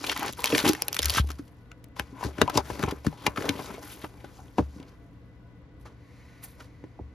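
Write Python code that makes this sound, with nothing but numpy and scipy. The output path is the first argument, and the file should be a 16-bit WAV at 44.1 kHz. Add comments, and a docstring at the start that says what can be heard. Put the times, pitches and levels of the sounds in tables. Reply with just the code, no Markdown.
"""Foil crackles and snaps close by as hands pull card packs from a cardboard box and lay them down.
Creases flip with a tick, foil and card rustle in tiny slips, and the table top booms under the stack.
The box knocks and scrapes as it is folded shut and stood up; near the end, hands brush over the mat.
Heard through a phone with two microphone ports, close to the hands, in a small, quietly humming room."""
import sys
import numpy as np
from scipy import signal
from scipy.fft import rfft, irfft, next_fast_len
from scipy.io import wavfile
from scipy.ndimage import uniform_filter1d

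SR = 44100
rng = np.random.default_rng(int(sys.argv[2]) if len(sys.argv) > 2 else 0)


def transcribe(u):
    """Save the signal u as a 16-bit wav file named by the first command-line argument.

    u: samples, shape (n,) or (channels, n), limited to [-1, 1]; the rate is SR.
    q: integer samples, one column per channel.
    """
    v = np.clip(np.atleast_2d(u).T, -1, 1)
    q = np.round(v * 32767).astype(np.int16)
    wavfile.write(sys.argv[1], SR, q)


N = 314861
T = np.arange(N) / SR
OPPOSED = np.array([[1], [-1]])  # plus on the left, minus on the right


def undb(db):
    return 10 ** (np.asarray(db) / 20)


def unit(x):
    return x / np.sqrt(np.mean(x ** 2))


def band(x, hz, width_hz):
    """Two-pole resonance, gain 1 at the centre."""
    return signal.lfilter(*signal.iirpeak(min(hz, .44 * SR), hz / width_hz, fs=SR), x)


def bandpass(x, lo_hz, hi_hz):
    return signal.sosfilt(signal.butter(3, [lo_hz, hi_hz], "band", fs=SR, output="sos"), x)


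def ring(modes, push, colour_db):
    """A push sets each mode ringing, at its own level plus its share of colour_db."""
    return sum(undb(db + c) * band(push, hz, width) for (hz, width, db), c in zip(modes, colour_db))


def sides(pan_db):
    """Gains at the two ports, the left louder by pan_db."""
    return undb(OPPOSED * pan_db / 2)


def add(out, start_s, x, peak_db, pan_db):
    """Places a short sound with the given peak, then pans it."""
    i = int(start_s * SR)
    x = x[:N - i]
    out[:, i:i + len(x)] += undb(peak_db) * sides(pan_db) * x / np.max(np.abs(x))


def slips(per_s, spread_db, fade_s):
    """Envelope of tiny slips: chance moments, a few much larger than the rest, each fading fast."""
    hits = (rng.random(N) < per_s / SR) * undb(spread_db * np.minimum(rng.exponential(size=N), 4))
    return unit(signal.lfilter([1], [1, -np.exp(-1 / (fade_s * SR))], hits))


def wander(per_s):
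    """Glides between random levels, per_s of them a second."""
    hold = int(SR / per_s)
    return 1.6 * uniform_filter1d(np.repeat(rng.standard_normal(N // hold + 1), hold), hold)[:N]


# The room's air, all around the phone. Each row: frequency in Hz, relative level in dB.
AIR_SPECTRUM = [(30, -1), (80, -3), (200, -8.5), (400, -19.5), (800, -21), (2000, -27), (4000, -35),
                (8000, -48), (10500, -91), (17000, -120)]
# Where the room tone gathers. Each row: centre in Hz, width in Hz, lift in dB.
DRONES = [(61, 83, 8.5), (170.6, 20, 6), (289, 77, 13), (486, 130, 11.5), (686, 17, 11), (990, 25, 10),
          (1110, 67, 6), (1475, 25, 13.5), (1993, 45, 14)]
# How alike the air is at the two ports. Each row: frequency in Hz, likeness from 0 to 1.
AIR_LIKENESS = [(60, 0.9), (130, 0.8), (290, 0.94), (640, 0.7), (1410, 0.6), (3100, 0.07), (6820, 0.07),
                (15000, 0)]


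def room_tone(air_db=-49.5, mains_hz=118.2, mains_db=-55.5):
    """Quiet air with a few droning bands, alike at both ports in the bass, and a mains hum."""
    hz = np.maximum(np.arange(N // 2 + 1) * SR / N, 1)

    def curve(table):
        points_hz, values = np.transpose(table)
        return np.interp(np.log(hz), np.log(points_hz), values)

    lift_db = sum(db / (1 + (2 * (hz - centre) / width) ** 2) for centre, width, db in DRONES)
    colour, alike = undb(curve(AIR_SPECTRUM) + lift_db), curve(AIR_LIKENESS)
    mid, side = rfft(rng.standard_normal((2, N)))
    air = irfft(colour * (np.sqrt(1 + alike) * mid + np.sqrt(1 - alike) * side * OPPOSED), N)
    mains = np.sqrt(2) * undb(mains_db) * np.sin(2 * np.pi * mains_hz * T)
    return (unit(air) * undb(air_db) + mains) * sides(1.5)


# Hands on the mat, almost dead centre. Each row: centre in Hz, width in Hz, relative level in dB.
BRUSH_BANDS = [(1068, 400, 2), (1995, 350, 9), (3990, 1170, -7), (6090, 1800, -16), (10300, 3200, -30)]


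def mat_brush(start_s=5.88, full_s=6.2, end_s=6.43, level_db=-61.5):
    """Hands brush over the mat: a smooth soft swish that swells, holds and thins out."""
    swell = np.clip((T - start_s) / (full_s - start_s), 0, 1)
    fade_db = (T > end_s) * (-2.5 - 20 * (T - end_s) / 1.4)
    swish = unit(ring(BRUSH_BANDS, rng.standard_normal(N), np.zeros(len(BRUSH_BANDS))))
    return swell * undb(level_db + fade_db) * swish * sides(0.97)


# The table top's modes. Each row: frequency in Hz, width in Hz, relative level in dB.
TABLE_MODES = [(64.4, 8.5, -17.5), (71, 5.1, 4.5), (95, 37, -5), (142, 27, -18.5), (210, 220, -9.5)]
# Thuds through the table, just left of centre. Each row: start in seconds, peak in dB, pitch in Hz.
TABLE_THUDS = [(1.171, -22.5, 190), (1.198, -12.5, 74), (1.2, -29, 150), (1.244, -31, 190), (2, -28.5, 113),
               (2.25, -22, 88.9), (2.412, -24, 116.3), (2.58, -26, 78.1), (2.714, -29, 78.1),
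               (2.839, -14, 196), (2.879, -23, 100), (2.933, -25, 199), (3.06, -24, 170), (3.279, -17, 198),
               (3.382, -54, 99.6), (3.496, -33.5, 105), (3.591, -45, 96.9), (4.045, -52, 67.3),
               (4.595, -21.5, 75.4), (4.606, -18, 150), (4.623, -26, 111), (6.83, -42, 128),
               (7.011, -31.5, 80.7)]


def table_thuds(shove_cycles=0.065):
    """A blunt shove, a fraction of a cycle long, rings the table top's modes nearest its pitch."""
    out, t = np.zeros((2, N)), T[:10000]
    modes_hz = np.array(TABLE_MODES)[:, 0]
    for start, db, hz in TABLE_THUDS:
        shove = t * np.exp(-t * hz / shove_cycles)
        boom = ring(TABLE_MODES, shove, -8 * np.abs(np.log2(modes_hz / hz)))
        add(out, start, boom, db, pan_db=1.5)
    return out


# The stack coming to rest, a little to the left. Each row: time in seconds, rumble level in dB.
STACK_RUMBLE = [(0.99, -51), (1.03, -34.5), (1.09, -31.5), (1.166, -38.5), (1.189, -18)]


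def stack_settling():
    """The weight of the packs settles on the table top, which rumbles in its low modes."""
    times, rumble_db = np.transpose(STACK_RUMBLE)
    contact = uniform_filter1d(1. * (T >= times[0]) * (T <= times[-1]), size=300)
    load = bandpass(rng.standard_normal(N), 42, 104)
    rumble = unit(ring(TABLE_MODES, load, colour_db=[-6.5, 20.0, -18.5, -24.5, -16.5]))
    return contact * undb(np.interp(T, times, rumble_db)) * rumble * sides(3.0)


# Where the hands work in front of the phone. Each row: time in seconds, left minus right in dB.
HAND_PATH = [(0, 2.5), (.7, 2), (.82, 0.5), (1.3, 2.5), (1.9, 5), (2.5, 5.5), (3, 4), (4.1, 3.5),
             (4.6, 2.5), (6.5, -0.5), (7.14, -1)]


def event_pans(events, scatter_db=1.2):
    """Left minus right dB of each event, scattered around where the hands are."""
    times = np.array(events)[:, 0]
    return np.interp(times, *np.transpose(HAND_PATH)) + scatter_db * rng.standard_normal(len(times))


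# The cardboard panels' modes. Each row: frequency in Hz, width in Hz, relative level in dB.
BOX_PANELS = [(109, 36, -1.5), (149, 14, 0.5), (211.6, 49, -2.5), (295.3, 27, 10.5), (372, 97, 3.5),
              (470.3, 50, 2), (590, 90, -2), (796, 130, 1.5), (963, 76, 2), (1010, 48, -15.5),
              (1440, 59, -6.5), (1960, 110, -13.5), (2180, 390, -12)]
# Blows on the box, close to the phone. Each row: start in seconds, peak in dB, favoured pitch in Hz,
# fall-off of the panels away from that pitch in dB per octave.
BOX_KNOCKS = [(.039, -26, 1040, 8), (0.089, -25.5, 765, 24), (.19, -30, 312, 13), (0.44, -24, 980, 6),
              (.526, -13, 482, 42), (.531, -16.5, 318, 32), (.538, -21, 310, 22), (.552, -14.5, 450, 9.5),
              (.61, -25.5, 900, 3.5), (0.735, -26, 350, 4), (0.637, -17, 303, 16.5), (0.66, -12, 295, 7),
              (0.652, -11, 970, 7), (.672, -17.5, 450, 5), (0.693, -10, 317, 27), (0.821, -33, 490, 32),
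              (.882, -34, 795, 8), (0.993, -21.5, 530, 12), (1.149, -29, 950, 7), (1.1, -33, 1075, 6),
              (1.3, -32, 312, -1), (1.391, -28, 293, 43), (1.996, -24.5, 820, 4), (2.125, -33.5, 296, 29),
              (2.209, -29, 950, 23), (2.228, -20.5, 980, 12), (2.26, -22, 205, -5), (2.385, -22, 280, -5),
              (2.414, -6, 900, 7.5), (2.418, -6.5, 473, 9), (2.429, -18, 200, -5), (2.477, -18, 960, 30),
              (2.497, -22, 930, 7), (2.544, -30, 830, 7), (2.556, -15, 393, -5), (2.575, -7.5, 850, 6.5),
              (2.679, -42, 1410, 20), (2.7, -19.5, 970, 1.5), (2.755, -32, 960, -3), (2.793, -24, 280, 15),
              (2.833, -17, 410, -2), (2.881, -20, 1030, 8), (2.922, -20, 376, 5), (3.047, -26.5, 780, 15),
              (3.066, -11.5, 204, 14), (3.126, -34, 750, 18), (3.162, -47, 780, 15), (3.235, -55, 950, 3),
              (3.265, -12, 1000, 8), (3.38, -19, 293, 0), (3.41, -23.5, 403, 15), (3.45, -29.5, 300, 4.5),
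              (3.494, -14, 397, -2.5), (3.551, -30, 200, 0), (3.591, -24, 1100, 7), (3.597, -27.5, 300, 4),
              (3.697, -37.5, 204.6, 29), (3.704, -32.5, 1050, 2), (3.779, -31, 600, 45),
              (3.827, -39, 1100, 10), (3.848, -37.5, 280, -2), (4.038, -26, 334, 0),
              (4.044, -25.5, 1010, 11), (4.242, -28.5, 630, 8), (4.39, -42, 784, 29), (4.582, -9, 880, 6),
              (4.586, -10.5, 299, 3), (4.591, -10.5, 482, 22), (4.759, -34, 227, 28),
              (4.796, -32, 241.4, 5), (6.838, -29, 448, 4), (6.99, -33, 803, 21), (6.995, -30, 403, 15)]


def box_knocks(contact_s=0.0085, detune=0.025):
    """A clean tap and a rough push that dulls as it dies ring the box; each grip detunes the panels."""
    out, t = np.zeros((2, N)), T[:3600]
    modes_hz, pans = np.array(BOX_PANELS)[:, 0], event_pans(BOX_KNOCKS)
    noises = rng.standard_normal((len(BOX_KNOCKS), len(t)))
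    grips = rng.standard_normal((len(BOX_KNOCKS), len(BOX_PANELS)))
    for (start, db, hz, falloff_db), pan_db, noise, grip in zip(BOX_KNOCKS, pans, noises, grips):
        tap = 1.1 * np.exp(-((t - .0012) * 4.84 * hz) ** 2)
        press = tap + noise * (1 - np.exp(-t / 0.0012)) * np.exp(-t / contact_s)
        dull = bandpass(press, 60, 1.22 * hz)
        sharp = 0.95 * bandpass(press * np.exp(-t / 0.0044), 1.21 * hz, 3 * hz)
        panels = [(f * (1 + detune * shift), width, level_db)
                  for (f, width, level_db), shift in zip(BOX_PANELS, grip)]
        knock = ring(panels, dull + sharp, -falloff_db * np.abs(np.log2(modes_hz / hz)))
        add(out, start, knock, db, pan_db)
    return out


# Foil, card and fingers sliding, close up. Each row: crest time in seconds, swell and fade in seconds
# per 20 dB, then the levels of rustle, treble and box scrape in dB.
HAND_STROKES = [(0.127, 0.1, 0.01, -33, -42, -34), (.29, 0.7, 0.048, -41, -59, -41.5),
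                (.33, 0.0065, .008, -51, -47, -56), (0.379, 0.012, 0.93, -51.5, -54, -46),
                (.445, 0.012, 0.47, -40.5, -52, -37.5), (.588, 0.16, 0.068, -30, -41.5, -29),
                (.655, 0.058, 0.047, -37, -46.5, -28.5), (0.694, 0.094, 0.023, -26, -33, -27),
                (.735, 0.02, 0.026, -44, -48, -35), (.99, 0.1, .05, -68.5, -50, -57),
                (1.054, 0.05, 0.051, -34.5, -47, -44), (1.186, 0.15, 0.029, -30.5, -38, -38.5),
                (1.3, 0.34, 0.21, -60.5, -66.5, -61), (1.965, 0.0087, 0.18, -51, -64, -44),
                (1.995, 0.0098, 0.03, -40, -60, -29), (2.246, 0.11, 0.13, -47.5, -57, -37.5),
                (2.41, 0.078, 0.18, -46, -57.5, -39), (2.583, 0.09, 0.037, -35.5, -55, -25.5),
                (2.655, 0.052, 0.31, -52, -57, -44.5), (2.705, 0.044, 0.41, -48, -55.5, -38.5),
                (2.825, 0.12, 0.1, -45.5, -58, -29.5), (3.056, 0.028, 0.25, -51, -62, -44),
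                (3.262, 0.084, 0.092, -46.5, -54, -36), (3.364, 0.013, 0.78, -43.5, -51.5, -36.5),
                (3.68, .2, .15, -53, -66, -59), (3.495, 0.26, 0.061, -45, -61.5, -38),
                (3.594, 0.036, 0.15, -46.5, -50, -48), (3.71, 0.0097, 0.05, -64, -70, -53),
                (3.829, 0.015, 1.8, -50.5, -55.5, -51), (3.935, 0.15, .02, -49.5, -47, -67),
                (4.4, 1, 0.63, -62.5, -71, -56), (4.585, 0.018, 0.052, -45.5, -69, -32.5),
                (4.821, 0.25, 0.24, -63, -89, -50), (5.856, 0.0092, 0.09, -55, -77, -50.5),
                (5.815, .03, 0.042, -65, -68, -78.5), (6.434, 0.014, 0.11, -51, -48.5, -57),
                (6.606, 0.034, 0.073, -51.5, -64, -48)]


def stroke_gains(release_s=4.06, release_db=-13.5):
    """Rustle, treble and scrape swell and fade with each stroke; overlapping strokes add in power."""
    power = np.zeros((3, N))
    # The hands let go of the flaps, and what was still sliding drops away.
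    drop_db = release_db * np.clip((T - release_s) / 0.039, 0, 1)
    for crest, swell, fade, *levels_db in HAND_STROKES:
        shape_db = -20 * np.where(T < crest, (crest - T) / swell, (T - crest) / fade)
        shape_db += drop_db * (crest < release_s)
        power += (undb(levels_db)[:, None] * undb(shape_db)) ** 2
    return np.sqrt(power)


# The colour of foil rustling close up. Each row: band centre in Hz, relative level in dB.
FOIL_BANDS = [(1400, 0.5), (2200, -0.5), (3300, 0), (4800, 0.5), (6800, 0)]


def sliding(foil_down_s=1.6, width=0.2):
    """Foil rustles and card scrapes: dense slips over a smooth slide, the colour moving with the grip."""
    rustle_gain, treble_gain, scrape_gain = stroke_gains()
    slip_share = np.where(T < foil_down_s, 0.75, 0.4)  # crisp foil first, then smoother card
    shared_slips = slips(240, 3.6, 0.0031)

    def friction(own_slips):
        return rng.standard_normal(N) * (slip_share * (1.1 * shared_slips + 2.3 * own_slips)
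                                         + 1 - slip_share)

    rustle = np.zeros(N)
    for hz, db in FOIL_BANDS:
        gain = undb(db + 3 * wander(22))
        rustle += gain * unit(band(friction(slips(170, 1.7, 0.0035)), hz, 0.4 * hz))
    treble = bandpass(friction(slips(430, 1.8, 0.0015)), 7500, 13800)
    drag = bandpass(friction(slips(120, 3, 0.006)), 57, 1900)
    panels_db = [4 * wander(14) - 0.5 * np.log2(hz / 500) for hz, _, _ in BOX_PANELS]
    scrape = ring(BOX_PANELS, drag, panels_db)
    hands = sides(np.interp(T, *np.transpose(HAND_PATH)))
    direct = (unit(rustle) * rustle_gain + unit(scrape) * scrape_gain) * hands
    direct += unit(treble) * treble_gain
    # A whole surface sounds, so a share of it differs between the ports.
    layers = (rustle, rustle_gain), (scrape, scrape_gain), (treble, treble_gain)
    spread = sum(np.roll(unit(x), 900) * gain for x, gain in layers)
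    return direct + width * spread * OPPOSED


# Creases in foil and card, right by the phone. Each row: time in seconds, body peak in dB, centre in
# Hz, tick peak relative to the body in dB, time to fade 60 dB in milliseconds (held to 5 or more).
CREASE_SNAPS = [(0.0402, -22, 2200, -37, 22), (.047, -29, 3430, -1, 9.5), (.061, -38, 4970, 2, 5),
                (0.0652, -35, 5010, 8.5, 6), (0.0713, -35, 4990, 9.5, 6.6), (0.095, -14, 2830, -31, 15.6),
                (0.1157, -21, 1420, -4.5, 16), (0.1247, -25, 1880, -16, 14), (0.156, -40, 5000, 1, 7),
                (0.162, -22.5, 1320, -10, 22), (0.1752, -28, 2190, 6, 7.9), (0.1922, -26.5, 1220, -3, 17),
                (.1955, -34, 5500, 9, 6), (0.1996, -36, 6000, -1, 9), (0.23, -27, 2800, 7, 3.6),
                (.261, -27, 6000, 4, 8.1), (0.28, -24.5, 2460, -10, 17), (0.298, -33, 2400, -13, 6.8),
                (0.3262, -39, 4180, 13, 6.8), (0.333, -33, 3510, -1, 8.1), (0.374, -37, 1370, -14, 19),
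                (0.392, -35, 2990, 2.5, 7.9), (0.403, -32.5, 3960, 4.5, 19), (.4195, -34.5, 4470, 0.5, 7.6),
                (0.4419, -10.5, 2480, 5, 4.7), (0.448, -23.5, 5530, -0.5, 7),
                (0.4569, -15, 3280, -2.5, 10.4), (0.5006, -27, 2910, -20.5, 18),
                (0.521, -21.5, 2430, -23.5, 35), (0.548, -9.5, 2060, -28, 18),
                (0.5533, -17, 6000, -11.5, 6.3), (0.5802, -8.5, 2530, -5, 6.5),
                (.589, -17.5, 3503, -10.5, 8.6), (0.653, -17, 2650, -18.5, 18), (0.666, -17, 3250, -15, 11),
                (.676, -16.5, 4000, -10.5, 33), (0.6887, -12, 5500, -1.5, 22),
                (0.7224, -26.5, 4970, -4, 7.6), (0.733, -21.5, 4870, 4.5, 5.2),
                (0.749, -25.5, 1822, -7.5, 14), (.768, -36.5, 4000, -10, 4.3),
                (.804, -42, 2030, -32.5, 9.4), (0.8211, -12, 5810, 1, 4.7), (0.882, -18, 6530, 9, 7.1),
                (0.8862, -30.5, 1940, -16, 6.3), (0.929, -17, 6200, 0.5, 3.1), (0.9447, -21, 6190, 5, 3),
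                (.9495, -28, 5510, 5.5, 6), (0.9658, -18.5, 2005, 1.5, 11), (.9885, -27, 4990, -7.5, 4.3),
                (0.9903, -9, 3760, -9, 12.2), (1.0035, -27, 1850, -14, 7), (1.019, -24.5, 5500, 1.5, 6),
                (1.026, -21.5, 4450, -9.5, 9.9), (1.0299, -15, 5000, -4, 9.1),
                (1.045, -20.5, 6010, 1.5, 7.5), (1.056, -16, 4440, 6.5, 14.3), (1.083, -24, 5000, -5.5, 6),
                (1.0967, -10.5, 4410, -12, 9.64), (1.103, -15, 4520, -1, 8.2),
                (1.138, -20.5, 4130, -3.5, 12), (1.1485, -22, 4000, -5, 13), (1.158, -25.5, 2500, -5.5, 15),
                (1.182, -11.5, 1258, -40.5, 19), (1.2035, -36, 4030, 3, 7), (1.272, -41, 5000, 6, 8.3),
                (1.288, -37, 1340, -2, 23), (1.302, -29, 1260, -5, 30), (1.3158, -33, 5570, -2, 9),
                (1.384, -42, 1340, -7, 59), (1.478, -53.5, 2950, 0, 25), (1.7158, -34, 1310, -17, 9.3),
                (1.841, -44, 7240, 5, 14), (1.9964, -17.5, 1340, 0, 3.8), (2.2243, -37, 1610, -24, 27),
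                (2.211, -42, 2280, -25, 18), (2.265, -39, 2500, -10, 15), (2.237, -29, 1540, -3.5, 21),
                (2.381, -29, 1507, -29, 30), (2.415, -4.5, 1573, -13.5, 17.5),
                (2.4768, -29.5, 2590, -14, 15), (2.4962, -25, 1292, -4, 28), (2.539, -32.5, 5190, -30, 59),
                (2.55, -29.5, 5215, -25.5, 33), (2.554, -28, 3045, -16.5, 25), (2.573, -12.5, 4780, -7, 19),
                (2.702, -29.5, 1390, -9, 23), (2.754, -40, 2210, -12, 12), (2.7917, -29.5, 1420, -6, 28),
                (2.826, -22.5, 1470, -11, 27), (2.837, -16, 1190, -23, 8.9), (2.8603, -36, 2200, -13, 14),
                (2.883, -32, 2270, -14, 67), (2.908, -28.5, 1430, -5, 37), (3.043, -40.5, 2230, -2, 82),
                (3.0649, -23, 1290, -10, 20.6), (3.082, -43, 2500, -20, 13), (3.1259, -47, 2500, -15, 12),
                (3.2417, -48, 2500, -11, 15), (3.2608, -30, 1720, -27, 32), (3.2644, -13, 2180, -8, 25),
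                (3.36, -29, 1370, -32, 17), (3.3724, -20.5, 1290, -50, 34), (3.405, -30, 1506, -25.5, 24),
                (3.422, -26, 1396, -16.5, 17), (3.454, -31.5, 4480, -9.5, 18), (3.465, -45, 1500, -18, 12),
                (3.491, -12, 2580, -9.5, 13), (3.5395, -38, 2300, -15, 10), (3.554, -44, 1480, -15, 10),
                (3.59, -36.5, 1530, -12, 57), (3.704, -38, 1310, -30, 32), (3.8268, -40.5, 1200, -30, 33),
                (4.04, -31.5, 1300, -39, 50), (4.2437, -37.5, 1260, -35, 25), (4.482, -54, 3040, -17, 7.3),
                (4.582, -29, 1490, -27, 37), (4.8002, -43, 2970, -47, 10), (4.8278, -43.5, 2950, -37, 11),
                (5.856, -43.5, 1320, -28, 110), (6.433, -52, 2230, 20.5, 92), (6.602, -37.5, 1310, -38, 40),
                (6.838, -46, 1820, -42, 25)]


def crease_snaps(lead_samples=400):
    """A faint, quick swell leads into each snap: a burst coloured by facet size, and a bright tick."""
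    out, lead_s = np.zeros((2, N)), T[lead_samples]
    t = T[:2400] - lead_s
    after = np.maximum(t, 0)
    lead_in = (t < 0) * undb(-24.5 + 3100 * t)
    pans = event_pans(CREASE_SNAPS)
    facet_ratios = rng.uniform(1.0, 3.6, len(CREASE_SNAPS))
    noises = rng.standard_normal((len(CREASE_SNAPS), 3, len(t)))
    for snap, pan_db, ratio, noise in zip(CREASE_SNAPS, pans, facet_ratios, noises):
        snap_s, db, hz, tick_db, fade_ms = snap
        start, t60 = snap_s - lead_s, max(fade_ms, 5) / 1000
        envelope = lead_in + (1 - np.exp(-after / (0.04 * t60))) ** 2 * undb(-60 * after / t60)
        body = band(band(noise[0] * envelope, hz, 0.37 * hz), hz, 3.4 * hz)
        burst = noise[1] * envelope
        neighbour = band(burst, ratio * hz, .3 * hz)  # a facet of chance size rings along
        crack = bandpass(burst + neighbour, 630, np.clip(8.1 * hz, 2000, 8600))
        tick = bandpass(noise[2] * envelope ** 2.3, 7500, 16400)
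        add(out, start, body, db, pan_db)
        add(out, start, crack, db + 0.28 * tick_db - 1.5, pan_db)
        add(out, start, tick, db + tick_db, .3 * pan_db)
    return out


def near_walls(x, t60_s=0.057, level_db=-17):
    """Near walls answer with a short dull tail, different at each port."""
    t = T[:14000]
    tail = rng.standard_normal((2, len(t))) * undb(-60 * t / t60_s) * (t > .004)
    tail = bandpass(tail, 250, 4700)
    tail /= np.sqrt(np.sum(tail ** 2, axis=1, keepdims=True))
    return undb(level_db) * signal.fftconvolve(x.mean(axis=0, keepdims=True), tail, axes=1)[:, :N]


# The phone's two microphone ports. Each row: frequency in Hz, lead of the left port in radians.
PORT_PHASE = [(0, 0), (950, .2), (1640, .4), (5200, .4), (6630, -1), (7800, -2.9), (8800, -3.6),
              (10900, -6.2), (12300, -6.5), (14200, -9.3), (16400, -9.6)]


def microphone_ports(x):
    """The ports lie apart, so the treble reaches them out of step."""
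    size = next_fast_len(N + 2000)
    lead = np.interp(np.arange(size // 2 + 1) * SR / size, *np.transpose(PORT_PHASE))
    return irfft(rfft(x, size) * np.exp(.5j * lead * OPPOSED), size)[:, :N]


def scene():
    """The work on the table reaches the phone directly and off the walls, over the room tone."""
    close = crease_snaps() + box_knocks() + table_thuds() + sliding() + stack_settling() + mat_brush()
    return microphone_ports(close) + near_walls(close) + room_tone()


def record(dry):
    """The phone drops the deepest bass, rounds the loudest peaks and cuts the top."""
    low_cut = signal.butter(4, 48, "high", fs=SR, output="sos")
    high_cut = signal.cheby1(14, .2, 16200, fs=SR, output="sos")
    rounded = np.tanh(signal.sosfilt(low_cut, dry))
    return signal.sosfilt(high_cut, rounded)


dry = scene()
out = record(dry)
transcribe(out)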